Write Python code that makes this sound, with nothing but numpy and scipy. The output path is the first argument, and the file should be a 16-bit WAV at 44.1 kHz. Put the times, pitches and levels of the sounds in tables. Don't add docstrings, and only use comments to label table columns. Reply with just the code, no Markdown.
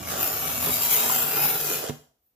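import sys
import numpy as np
from scipy import signal
from scipy.fft import rfft, irfft, next_fast_len
from scipy.io import wavfile
from scipy.ndimage import map_coordinates

SR = 44100
rng = np.random.default_rng(int(sys.argv[2]) if len(sys.argv) > 2 else 0)


def master_out(mix):
    frames = np.transpose(np.atleast_2d(mix))
    ceiling = np.clip(frames, -1, 1)
    pcm = np.round(ceiling * 32767).astype(np.int16)
    wavfile.write(sys.argv[1], SR, pcm)


N = 103635

# freq_hz, relative_db
ROOM_TONE_EQ = [(20,-15.5),(50,2),(150,-5.5),(400,-7),(750,-10),(1500,-17),(10500,-20),(15000,-12.5)]
SWISH_EQ = [(9000,-24.5),(11300,-12.5),(12000,-0.5),(15000,-4.5)]
THUMP_EQ = [(25,-31),(65,3.5),(130,3),(210,0),(320,5),(430,1.5),(560,-10),(1000,-19),(3000,-25)]
CLICK_EQ = [(200,-29.5),(700,6),(1000,18.5),(1500,-1),(1900,-1.5),(3000,5),(7000,-14.5),(10000,-30)]
RUMBLE_EQ = [(40,-33),(65,-1.5),(90,4),(115,5),(160,-0.5),(200,-2.5),(300,0),(600,-20),(2000,-70.5)]
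GROWL_EQ = [(100,-14),(190,0),(320,5.5),(550,2),(800,0.5),(950,-6.5),(1060,-3),(1200,4),(1500,-2.5),(1780,-3.5),(3000,-12.5)]
RASP_EQ = [(1000,-12),(1800,-8),(2150,13),(2600,9),(3200,4.5),(3650,2),(3850,4),(4200,0),(4600,4.5),(5300,4.5),(6000,4.5),(7000,5),(7450,8.5),(7850,3.5),(8300,-1.5),(12000,-8)]
HISS_EQ = [(6000,-49.5),(8300,-32),(9000,-9.5),(9600,-5.5),(10300,-5),(11000,-3),(11350,5.5),(12300,0),(13000,3.5),(13900,4),(14450,0.5),(15400,1)]
# time_s, relative_db
SWISH_LEVELS = [(2.1,-100),(2.27,-66.5),(2.35,-81.5)]
RUMBLE_LEVELS = [(0,-40),(.3,-47.5),(.7,-43.5),(.95,-56.5),(1.1,-52),(1.7,-64),(1.85,-53)]
GROWL_LEVELS = [(0.0, -76), (0.11, -29), (0.3, -33.5), (0.6, -35.5), (0.675, -32), (0.73, -39),
                (1.05, -38.5), (1.2, -40), (1.34, -37.5), (1.394, -33), (1.426, -45), (1.462, -33),
                (1.55, -42), (1.65, -35), (1.716, -32.5), (1.79, -40), (1.87, -45)]
# time_s, hiss_relative_db, rasp_relative_db
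STROKE_LEVELS = [(0.0, -47, -46.5), (0.052, -44.5, -44), (0.11, -33, -37), (0.146, -37, -41),
                 (0.23, -25, -36), (0.32, -33.5, -42), (0.594, -32.5, -38.5), (0.678, -27.5, -35.5),
                 (0.7, -30.5, -37), (0.726, -26, -33.5), (0.8, -31.5, -36.5), (0.826, -25, -31),
                 (0.878, -28, -34.5), (0.92, -22, -30.5), (1.036, -25.5, -32.5), (1.23, -26.5, -36),
                 (1.258, -29.5, -38), (1.462, -21.5, -33), (1.542, -28.5, -38.5), (1.755, -31, -35),
                 (1.79, -36, -41), (1.89, -48, -44)]
# freq_hz, t60_s
ROOM_DECAY = [(100,0.41),(300,0.37),(700,0.42),(2000,0.38),(5000,0.41),(13000,0.4)]
# freq_hz, coherence
ROOM_COHERENCE = [(100,.97),(300,.8),(700,.2),(1500,0)]
DIRECT_COHERENCE = [(100,.98),(300,.9),(600,.72),(950,.92),(1500,.65),(2500,.3),(6000,.2),(13000,.15)]
# freq_hz, left_minus_right_db
BALANCE = [(60,-3.5),(150,-6),(420,-7),(900,-5),(1900,2),(3800,-0.5),(7500,1.5),(13000,4.5)]
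# freq_hz, left_lead_rad
PHASE_LEAD = [(60,.1),(250,0),(450,-.5),(800,-2.1),(1050,-1.9),(1400,-.4),(2400,-1),(3200,0),(5000,-2),(12000,-1.6)]
STATION_TIMES_S = [.15,.6,1.05,1.47,1.85]
# pitch_hz, width_hz, level_db at each of the five stations
BLADE_MODES = [(150,12,-52.5,-49.5,-53.5,-44.5,-58.5),(244,14,-62,-50.5,-50.5,-57.5,-77.5),(427,58,-58,-63.5,-45,-47.5,-44),(678,110,-48,-46.5,-46,-57,-46.5),(773,120,-53,-54.5,-39.5,-48,-63.5),(941.6,35,-59.5,-55,-40,-49,-57.5),(1133,22,-52,-53,-49.5,-63.5,-71.5),(1380,64,-61,-67,-48,-41.5,-55)]
# start_s, thump_db, click_db
CATCHES = [(.498,-31,-27),(.6705,-23,-23),(.678,-25,-34),(.6945,-20,-19),(1.096,-29,-18),(1.371,-30,-22),(1.454,-33,-21),(1.8965,-18,-26),(1.906,-24,-42)]
# centre_s, sigma_s, pitch_hz, width_hz, level_db
SQUEAL_EVENTS = [(.235,0.058,11500,170,-33.5),(0.21,0.078,745,70,-48),(0.473,0.14,2278,70,-44.5),(0.37,0.086,13600,297.5,-33.5),(1.2,0.09,7400,130,-39),(1.1,0.12,11350,310,-32),(1.44,0.081,12000,700,-24),(1.442,0.073,810,55,-37),(1.55,0.018,146,11,-43.5),(1.755,0.04,18000,300,-42),(1.848,0.011,470,290,-36)]

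LIFT_S = 1.897
TIME_S = np.arange(N) / SR


def amp(db):
    return 10 ** (np.asarray(db) / 20)


def unit_rms(x):
    return x / np.sqrt(np.mean(x ** 2) + 1e-20)


def unit_peak(x):
    return x / np.abs(x).max()


def impulse(start_s):
    return 1.0 * (np.arange(N) == round(start_s * SR))


def at_hz(points, hz):
    knots_hz, values = np.transpose(points)
    return np.interp(np.log(hz + 1), np.log(knots_hz + 1), values)


def curves(rows):
    knots_s, *columns = np.transpose(rows)
    return [np.interp(TIME_S, knots_s, column) for column in columns]


def wobble(rate_hz):
    return map_coordinates(rng.standard_normal(N), [TIME_S * rate_hz], mode="mirror")


def filtered(x, response):
    size = 2 * next_fast_len(N)
    return irfft(rfft(x, size) * response(np.fft.rfftfreq(size, 1 / SR)), size)[..., :N]


def coloured(x, eq):
    def response(hz):
        cepstrum = irfft(np.log(amp(at_hz(eq, hz))))
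        half = len(cepstrum) // 2
        cepstrum[1:half] *= 2
        cepstrum[half + 1:] = 0
        return np.exp(rfft(cepstrum))
    return filtered(x, response)


def resonate(x, modes):
    def response(hz):
        return sum(amp(db) * 1j * hz * width_hz / (pitch_hz ** 2 - hz ** 2 + 1j * hz * width_hz)
                   for pitch_hz, width_hz, db in modes)
    return filtered(x, response)


def stereo(pair, coherence):
    def weights(hz):
        angle_rad = np.arccos(np.clip(at_hz(coherence, hz), -1, 1)) / 2
        return np.array([np.cos(angle_rad), np.sin(angle_rad)])
    mid, side = filtered(pair, weights)
    return np.array([mid + side, mid - side])


def direct_path(pair):
    def response(hz):
        left = amp(at_hz(BALANCE, hz) / 2) * np.exp(.5j * at_hz(PHASE_LEAD, hz))
        return np.array([left, 1 / left])
    return filtered(stereo(pair, DIRECT_COHERENCE), response)


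def room_tone(level_db=-77):
    noise = stereo(rng.standard_normal((2, N)), ROOM_COHERENCE)
    return amp(level_db) * unit_rms(coloured(noise, ROOM_TONE_EQ))


def workshop_reverb(x, predelay_s=0.0065):
    hz, time_s, spectrum = signal.stft(rng.standard_normal((2, SR // 2)), SR, nperseg=256)
    decay = np.exp(-np.log(1000) * time_s / at_hz(ROOM_DECAY, hz)[:, None])
    tail = signal.istft(spectrum * decay, SR, nperseg=256)[1]
    tail = np.pad(tail / np.linalg.norm(tail[0]), ((0, 0), (round(predelay_s * SR), 0)))
    return stereo(signal.fftconvolve(x[None], tail, axes=1)[:, :N], ROOM_COHERENCE)


def hand_swish():
    return amp(curves(SWISH_LEVELS)[0]) * unit_rms(coloured(rng.standard_normal((2, N)), SWISH_EQ))


def twang(level_db=-24):
    modes = [(hz, width_hz, -20 * np.log10(width_hz)) for hz, width_hz, *_ in BLADE_MODES[:3]]
    swing = unit_peak(resonate(impulse(LIFT_S), modes))
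    return np.array([amp(level_db) * swing, np.zeros(N)])


def knocks(click_decay_s=0.0065, ring_db=-9):
    modes = [(hz, width_hz, max(db) - 10 * np.log10(width_hz)) for hz, width_hz, *db in BLADE_MODES]
    mid = np.zeros(N)
    for start_s, thump_db, click_db in CATCHES:
        blow = coloured(impulse(start_s), THUMP_EQ)
        ring = amp(ring_db) * unit_peak(resonate(blow, modes))
        age_s = TIME_S - start_s
        burst = rng.standard_normal(N) * (age_s >= 0) * np.exp(-np.abs(age_s) / click_decay_s)
        mid += amp(thump_db) * (unit_peak(blow) + ring)
        mid += amp(click_db) * unit_peak(coloured(burst, CLICK_EQ))
    return np.array([mid, np.zeros(N)])


def bench_rumble(force):
    return amp(curves(RUMBLE_LEVELS)[0]) * unit_rms(coloured(force, RUMBLE_EQ))


def blade_ring(force):
    drive = coloured(force, [(70, -16), (135, -4)])
    ring = np.zeros((2, N))
    for hz, width_hz, *station_db in BLADE_MODES:
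        gain = amp(np.interp(TIME_S, STATION_TIMES_S, station_db))
        ring += gain * unit_rms(resonate(drive, [(hz, width_hz, 0)]))
    return ring


def squeals(force):
    out = np.zeros((2, N))
    for centre_s, sigma_s, hz, width_hz, level_db in SQUEAL_EVENTS:
        swell = np.exp(-.5 * ((TIME_S - centre_s) / sigma_s) ** 2)
        out += amp(level_db) * swell * unit_rms(resonate(force, [(hz, width_hz, 0)]))
    return out


def steel_ring(force, count=80, low_hz=2400, high_hz=7600, width_hz=45, ring_db=-1.5):
    pitches_hz = low_hz + (high_hz - low_hz) * (np.arange(count) + rng.random(count)) / count
    ring = resonate(force, [(hz, width_hz, 0) for hz in pitches_hz])
    return unit_rms(force) + amp(ring_db) * unit_rms(ring)


def moving_contact(x, depth_db, width_hz, life_s):
    hz, time_s, spectrum = signal.stft(x, SR, nperseg=1024)
    grid = np.meshgrid(hz / width_hz, time_s / life_s, indexing="ij")
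    ripple = map_coordinates(rng.standard_normal((len(hz), len(time_s))), grid, mode="mirror")
    rippled = spectrum * amp(depth_db * np.minimum(ripple, 2))
    rippled *= np.linalg.norm(spectrum, axis=(0, 1)) / (np.linalg.norm(rippled, axis=(0, 1)) + 1e-20)
    return unit_rms(signal.istft(rippled, SR, nperseg=1024)[1][:, :N])


def chips(rate_hz=13000, scatter_db=2.6, cap_db=7, judder_db=2, grip_db=.5):
    size_db = scatter_db * rng.standard_normal(N) + judder_db * wobble(rate_hz=650)
    size_db = np.minimum(size_db, cap_db) + grip_db * wobble(rate_hz=50)
    pulses = rng.uniform(-0.94, 1, (2, N)) * amp(size_db)
    breaks = rng.random(N) < rate_hz / SR
    return unit_rms(pulses * breaks)


def scrape(release_t20_s=.006):
    force = chips() * amp(-20 * np.maximum(TIME_S - LIFT_S, 0) / release_t20_s)
    hiss = moving_contact(coloured(force, HISS_EQ), depth_db=2.5, width_hz=210, life_s=0.0738)
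    rasp = moving_contact(coloured(steel_ring(force), RASP_EQ), depth_db=5, width_hz=145, life_s=0.07504)
    growl = moving_contact(coloured(force, GROWL_EQ), depth_db=1.5, width_hz=94, life_s=0.13)
    hiss_db, rasp_db = curves(STROKE_LEVELS)
    growl_db = curves(GROWL_LEVELS)[0]
    cutting = amp(hiss_db + 4.5) * hiss + amp(rasp_db + 1.5) * rasp + amp(growl_db - 5) * growl
    return bench_rumble(force) + blade_ring(force) + squeals(force) + cutting


def scene(stroke_send_db=-6, impact_send_db=-13.5):
    stroke = scrape()
    impacts = knocks() + twang()
    background = room_tone() + hand_swish()
    reverb = workshop_reverb(amp(stroke_send_db) * stroke[0] + amp(impact_send_db) * impacts[0])
    return background + reverb + direct_path(stroke + impacts)


def record(dry, cutoff_hz=15480):
    return filtered(dry, lambda hz: 1 / np.hypot(1, (hz / cutoff_hz) ** 400))


dry = scene()
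out = record(dry)
master_out(out)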